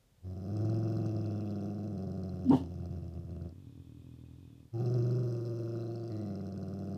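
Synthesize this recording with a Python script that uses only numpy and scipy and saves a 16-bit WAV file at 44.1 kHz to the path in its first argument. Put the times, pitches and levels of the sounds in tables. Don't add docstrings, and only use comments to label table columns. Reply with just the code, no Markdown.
import sys
import numpy as np
from scipy import signal
from scipy.io import wavfile
from scipy.ndimage import uniform_filter1d

SR = 44100
rng = np.random.default_rng(int(sys.argv[2]) if len(sys.argv) > 2 else 0)


def wav_out(sig):
    wavfile.write(sys.argv[1], SR, np.round(np.clip(np.atleast_2d(sig).T, -1, 1) * 32767).astype(np.int16))


N = 307377

# start_s, pitch_hz, chest_level_db, ring_level_db
GROWL_COURSES = [
    [(0.21, 90.1, -71, -100), (0.25, 89.7, -39.5, -63.5), (0.47, 95.23, -42.5, -54),
     (0.53, 103.8, -34.5, -51), (0.7, 109.9, -31.5, -49), (0.94, 109.9, -34.5, -49),
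     (1.26, 104.6, -35.5, -50.5), (1.64, 100.4, -42, -51), (1.9, 102.9, -40.5, -53), (1.97, 93.3, -43, -52),
     (2.43, 92.18, -41, -54.5), (2.68, 84.9, -42, -60), (2.86, 86.3, -40, -58), (3.03, 83.8, -41, -60.5),
     (3.28, 84.46, -43, -62), (3.46, 85.35, -39.5, -57), (3.53, 85.9, -53, -75)],
    [(4.71, 114.9, -71, -110), (4.74, 111.3, -37.5, -57.5), (4.82, 121.8, -32.5, -48.5),
     (5.01, 121.4, -29.5, -49), (5.23, 122.3, -32.5, -50.5), (5.4, 116.8, -37.5, -52),
     (5.75, 114.3, -39, -50.5), (6.09, 115.7, -42.5, -54), (6.14, 107.3, -38, -51.5),
     (6.28, 99.6, -43, -51.5), (6.5, 95.3, -44.5, -54.5), (6.97, 97.05, -43, -52)],
]


def gain_of(db):
    return 10 ** (np.asarray(db) / 20)


def evened(x):
    return x / np.sqrt(np.mean(x ** 2) + 1e-20)


def steadied(x):
    return x / np.sqrt(uniform_filter1d(x ** 2, SR // 5) + 1e-20)


def add(mix, s, sound):
    part = mix[round(s * SR):][:len(sound)]
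    part += sound[:len(part)]


def unroll(rows):
    s, *columns = np.transpose(rows)
    t = np.arange(s[0], s[-1], 1 / SR)
    return [t] + [np.interp(t, s, column) for column in columns]


def wander(count, seconds):
    size = max(round(seconds * SR), 2)
    smooth = uniform_filter1d(rng.standard_normal(count), size)
    return evened(uniform_filter1d(smooth, size))


def beats(turns, spread_db):
    whole = np.floor(turns).astype(int)
    strength = gain_of(spread_db * rng.standard_normal(whole[-1] + 1)[whole])
    return np.diff(whole, prepend=whole[0]) * strength


def colour(x, points, causal=1):
    f, db = np.transpose(points)
    hz = abs(np.fft.fftfreq(16384, 1 / SR))
    log_gain = np.log(gain_of(np.interp(np.log(hz + 1), np.log(f + 1), db)))
    analytic = np.conj(signal.hilbert(log_gain))
    taps = np.fft.ifft(np.exp(analytic.real + 1j * causal * analytic.imag)).real
    return signal.oaconvolve(x, np.fft.fftshift(taps))[len(taps) // 2:][:len(x)]


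def resonate(x, hz, width, lag=0):
    turn = np.exp(2j * np.pi * np.cumsum(hz * np.ones(len(x))) / SR)
    r = np.exp(-np.pi * width / SR)
    smooth = signal.lfilter([(1 - r) ** 2], [1, -2 * r, r * r], x / turn + 1e-18)
    return 2 * (turn * np.exp(-1j * lag) * smooth).real


def cavity(x, modes):
    return sum((-1) ** k * gain_of(db) * resonate(x, hz, width) for k, (hz, width, db) in enumerate(modes))


def starting_puffs():
    # start_s, level_db (at the peak of the swell)
    puff_starts = [(0.117, -57), (0.176, -58.5), (0.2, -60)]
    t = np.arange(SR // 50) / SR
    puff = np.sin(2 * np.pi * 115 * t) * np.hanning(len(t))
    return [(s, gain_of(db) * puff) for s, db in puff_starts]


def fold_beats(hz, rough, narrow):
    drag = .14
    slowed = 1 - drag * (narrow - uniform_filter1d(narrow, SR // 10))
    uneven = 1 + 0.18 * rough * wander(len(hz), 0.0063)
    return 0.7 + np.cumsum(hz * slowed * uneven) / SR


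def muzzle_ring(breathy, narrow, muzzle_hz):
    # pitch_hz, width_hz, gain_db
    muzzle_modes = [(506, 208, 3), (1193, 414, -15.5), (760, 120, -14), (1448, 247, -14.5)]
    throb = gain_of(-4.5 + 11. * narrow)
    lower = cavity(breathy, muzzle_modes[::2])
    upper = cavity(breathy * throb, muzzle_modes[1::2])
    return steadied(lower - upper - resonate(breathy, muzzle_hz, 136))


def whistles(t, airy, puffs, narrow):
    # start_s, pitch_hz, level_db
    passages = [
        [(5.75, 4020, -78), (5.85, 4050, -74), (6.08, 4700, -77), (6.15, 4066, -77), (6.4, 4137, -82)],
        [(6.1, 1950, -76), (6.15, 1908, -70), (6.42, 2000, -82)],
    ]
    total = np.zeros(len(t))
    for s, pass_hz, db in map(np.transpose, passages):
        blown = airy * (puffs + .02 + 2 * narrow)
        passage = evened(resonate(blown, np.interp(t, s, pass_hz), 260))
        total += gain_of(np.interp(t, s, db, -150, -150)) * passage
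    return total


def growl(rows, narrowing):
    # pitch_hz, second_partial_db, throat_ring_db, flap_thud_db
    pitch_fit = [(84.46, 13, 6.2, 14), (94.5, 11, 2.3, 7.5), (102.5, 11, 5.4, 2.5), (104.8, 8, 7.8, 4),
                 (108.8, 6.5, 9.8, 7.5), (113.8, 3, 10.7, -0.5), (120.9, -5, 10.4, 4.5)]
    # start_s, muzzle_resonance_hz, roughness (0-1), sinus_db, nose_air_db
    jaw_moves = [(0.25, 687, 0.18, -31, -15.5), (0.5, 701, .15, -28, -19.5), (1.4, 689, 0.12, -22, -21.5),
                 (2.1, 700, 0.12, -32, -23.5), (2.7, 695, 0.24, -22.5, -16.5), (3.5, 663, 0.29, -24, -26.5),
                 (4.72, 802, 0.2, -24, -18.5), (4.899, 679, 0.12, -26.5, -19),
                 (5.402, 580, 0.12, -27.5, -17), (5.9, 682, 0.089, -26.5, -21.5),
                 (6.97, 683, 0.14, -29, -21.5)]
    # pitch_hz, width_hz, gain_db (before each sum is steadied)
    throat_modes = [(336, 37.3, 4.5), (382, 70, -11.5)]
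    sinus_modes = [(2657, 250, 1.5), (3426, 440, -8)]
    nose_modes = [(4090, 320, -3.5), (5170, 620, 2.5), (5990, 680, -3.5), (8460, 4000, -18.5),
                  (9700, 430, -18), (12350, 1700, -13)]

    t, hz, chest_db, ring_db = unroll(rows)
    pitch, *levels = np.transpose(pitch_fit)
    second_db, throat_db, thud_db = [np.interp(hz, pitch, db) for db in levels]
    s, *moves = np.transpose(jaw_moves)
    muzzle_hz, rough, sinus_db, nose_db = [np.interp(t, s, move) for move in moves]
    narrow = np.interp(t, np.arange(N) / SR, narrowing)

    turns = fold_beats(hz, rough, narrow)
    pulses = beats(turns, 8 * rough) * gain_of(-4.5 * narrow)
    puffs = signal.lfilter([1], [1, -np.exp(-1 / (0.0012 * SR))], pulses)
    noise = rng.standard_normal(len(t))
    breathy = pulses + .032 * (puffs + .5) * noise
    airy = .5 * pulses + .17 * (puffs ** 2 + .12) * noise

    chest = steadied(resonate(pulses, hz, 85, lag=.45))
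    slaps = -beats(turns, 0) * narrow + 0.0078 * noise
    ring = gain_of(thud_db) * evened(resonate(slaps, 1.5 * hz, 65, lag=.5))
    ring += gain_of(second_db) * steadied(resonate(pulses, 2 * hz, 63, lag=0.18))
    ring += gain_of(throat_db) * steadied(cavity(pulses + .009 * noise, throat_modes))
    ring += muzzle_ring(breathy, narrow, muzzle_hz)
    ring += gain_of(sinus_db) * steadied(cavity(airy, sinus_modes))
    ring += gain_of(nose_db) * steadied(cavity(airy, nose_modes))

    fade = np.minimum(np.minimum(t - t[0], t[-1] - t) / 0.0037, 1)
    voice = (gain_of(chest_db) * chest + gain_of(ring_db) * ring) * fade
    return t[0], voice + whistles(t, airy, puffs, narrow)


def all_flaps():
    # start_s, click_db (strength before the click resonances)
    strong_flaps = [(0.3562, -89), (0.5684, -60), (0.6519, -56.5), (0.698, -56.5), (0.7435, -60.5),
                    (0.923, -62), (0.9699, -58), (1.0621, -57), (1.165, -59), (1.2599, -60),
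                    (1.4069, -61.5), (1.5064, -59.5), (1.6584, -62.5), (1.876, -64.5), (1.9781, -61),
                    (2.1176, -62.5), (2.2933, -60.5), (2.3936, -71.5), (2.4957, -54), (2.6596, -66.5),
                    (2.8036, -70), (2.909, -66), (3.1377, -70.5), (3.4202, -66.5), (3.4923, -72),
                    (4.7814, -65), (4.8595, -57), (4.9823, -60), (5.1098, -60.5), (5.2319, -60.5),
                    (5.3233, -59.5), (5.4952, -62), (5.6806, -69), (5.9578, -60.5), (6.0778, -61),
                    (6.1196, -58.5), (6.3554, -61), (6.5234, -60.5), (6.5764, -60), (6.7903, -63),
                    (6.9452, -60.5)]
    flap_beats, rest_s = 4.8, .6
    weak_db, weak_spread_db = -1.5, 3
    s, hz = np.concatenate(GROWL_COURSES)[:, :2].T
    rows = []
    for (start, db), (end, next_db) in zip(strong_flaps, strong_flaps[1:] + strong_flaps[-1:]):
        count = 1
        if end - start < rest_s:
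            count = max(round((end - start) * np.interp(start, s, hz) / flap_beats), 1)
        chance = rng.standard_normal(8)[1:count]
        between_db = (db + next_db) / 2 + weak_db - weak_spread_db * abs(chance)
        rows += zip(np.linspace(start, end, count, endpoint=False), np.append(db, between_db))
    return rows


def palate():
    # pitch_hz, width_hz, gain_db
    click_modes = [(4077, 300, 22.3), (5200, 1400, 21.6), (8120, 410, 14.3)]
    s, db = np.transpose(all_flaps())
    at = np.round(s * SR).astype(int)
    clicks, blows = np.zeros(N), np.zeros(N)
    clicks[at], blows[at] = gain_of(db), 1
    narrowing = signal.oaconvolve(blows, signal.windows.hann(round(.018 * SR)), "same")
    narrowing = np.roll(narrowing, -round(0.0063 * SR))
    fading = np.exp(-np.arange(400) / (0.00088 * SR))
    burst = signal.oaconvolve(clicks, fading)[:N] * rng.choice([-1., 1.], N)
    return narrowing, cavity(burst, click_modes)


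def swell(t, peak_s, db, rise_db_s, hold_s, fall_db_s):
    return db - rise_db_s * np.maximum(peak_s - t, 0) - fall_db_s * np.maximum(t - peak_s - hold_s, 0)


def woof():
    # start_s, level_db, pitch_hz
    hollow_tone = [(2.44, -41, 268.8), (2.465, -30, 278.4), (2.482, -30.5, 246.5), (2.498, -19, 239),
                   (2.511, -18.5, 285.5), (2.522, -28.5, 282), (2.538, -22, 273), (2.556, -25, 255),
                   (2.578, -44, 251), (2.61, -37.5, 274.6), (2.72, -67, 260.8)]
    # pitch_hz, width_hz, gain_db (before the sum is evened)
    mouth_modes = [(135.3, 45, 18), (374, 240, 8.5), (646, 153, -3), (848, 230, 4.5), (1140, 76, -12.5),
                   (1450, 150, -34)]
    # frequency_hz, relative_level_db (per Hz)
    gust_spectrum = [(1000, -81), (1700, 0), (2500, -16.5), (2840, 4.5), (3480, -0.5), (3850, -6),
                     (4220, -5), (4630, -7.5), (15300, -24.5)]
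    # peak_s, level_db, rise_db_per_s, hold_s, fall_db_per_s
    mouth_swell = (2.514, -25, 1500, .022, 400)
    gust_swell = (2.535, -55, 280, .04, 330)

    t, tone_db, hz = unroll(hollow_tone)
    noise = rng.standard_normal((2, len(t)))
    tone = np.sqrt(2) * np.sin(2 * np.pi * np.cumsum(hz) / SR)
    mouth = evened(cavity(noise[0], mouth_modes))
    air = evened(colour(noise[1], gust_spectrum))
    sound = gain_of(tone_db) * tone
    sound += gain_of(swell(t, *mouth_swell)) * mouth
    sound += gain_of(swell(t, *gust_swell)) * air
    return t[0], sound * signal.windows.tukey(len(t), .2)


def rattle():
    # frequency_hz, relative_level_db
    inward_spectrum = [(40, -39), (85, 6), (135, 2.5), (200, -11), (280, 0), (340, -12.5), (430, -18),
                       (700, -32.5), (1200, -18)]
    # pitch_hz, width_hz, gain_db
    hiss_modes = [(2510, 190, -64), (3500, 690, -66.5), (5250, 410, -80)]
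    start_s, length_s, level_db = 3.5, 1.213, -50.5
    rise_s, stop_s = 0.039, 0.049
    sag_s, sag_db, beats_sag = 0.37, -6, 0.11
    beats_per_s, settle_s = 41.5, .3
    uneven_start, uneven_end = .25, .05

    t = np.arange(0, length_s, 1 / SR)
    left = length_s - t
    sag = np.maximum(1 - left / sag_s, 0)
    uneven = uneven_end + (uneven_start - uneven_end) * np.exp(-(t / settle_s) ** 2)
    level = gain_of(level_db + sag_db * sag)
    level = level * np.minimum(np.minimum(t / rise_s, left / stop_s), 1)
    rate = beats_per_s * (1 - beats_sag * sag) * np.maximum(1 + uneven * wander(len(t), 0.015), .2)
    turns = np.cumsum(rate) / SR
    noise = rng.standard_normal(len(t))
    drive = -beats(turns, 1.2 + 5. * uneven) + .012 * noise
    blunt = signal.oaconvolve(drive, np.hanning(round(0.0014 * SR)), "same")
    thumps = steadied(colour(blunt, inward_spectrum, causal=0.42))
    hiss = cavity(noise, hiss_modes) * signal.windows.tukey(len(t), .25)
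    return start_s, level * thumps + hiss


def room(x):
    taps = np.zeros(SR // 3)
    at = np.arange(200, len(taps) - 20, 20) + rng.integers(0, 20, (len(taps) - 201) // 20)
    taps[at] = rng.choice([-1., 1.], len(at)) * gain_of(-60 * at / SR / 0.31)
    taps = signal.sosfilt(signal.butter(N=2, Wn=250, btype="high", fs=SR, output="sos"), taps)
    return signal.oaconvolve(x, taps / np.linalg.norm(taps))[:N]


def scene():
    narrowing, dog = palate()
    for s, puff in starting_puffs():
        add(dog, s, puff)
    for rows in GROWL_COURSES:
        add(dog, *growl(rows, narrowing))
    add(dog, *woof())
    add(dog, *rattle())
    return (dog + gain_of(-14) * room(dog))[None]


def record(dry):
    # frequency_hz, relative_level_db (per Hz)
    floor_spectrum = [(15, -45), (25, -1), (129, -4.5), (357, -16.5), (492, -14), (798, -21), (963, -24.5),
                      (2460, -28), (2740, -27), (3220, -26), (15300, -34.5)]
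    floor_db, edge_hz = -70, 15350
    thin = signal.sosfiltfilt(signal.butter(N=4, Wn=66., btype="high", fs=SR, output="sos"), dry)
    floor = gain_of(floor_db) * evened(colour(rng.standard_normal(N), floor_spectrum))
    band_limit = signal.firwin(511, edge_hz, window=("kaiser", 9), fs=SR)
    return signal.oaconvolve(thin + floor, band_limit[None], "same")


dry = scene()
out = record(dry)
wav_out(out)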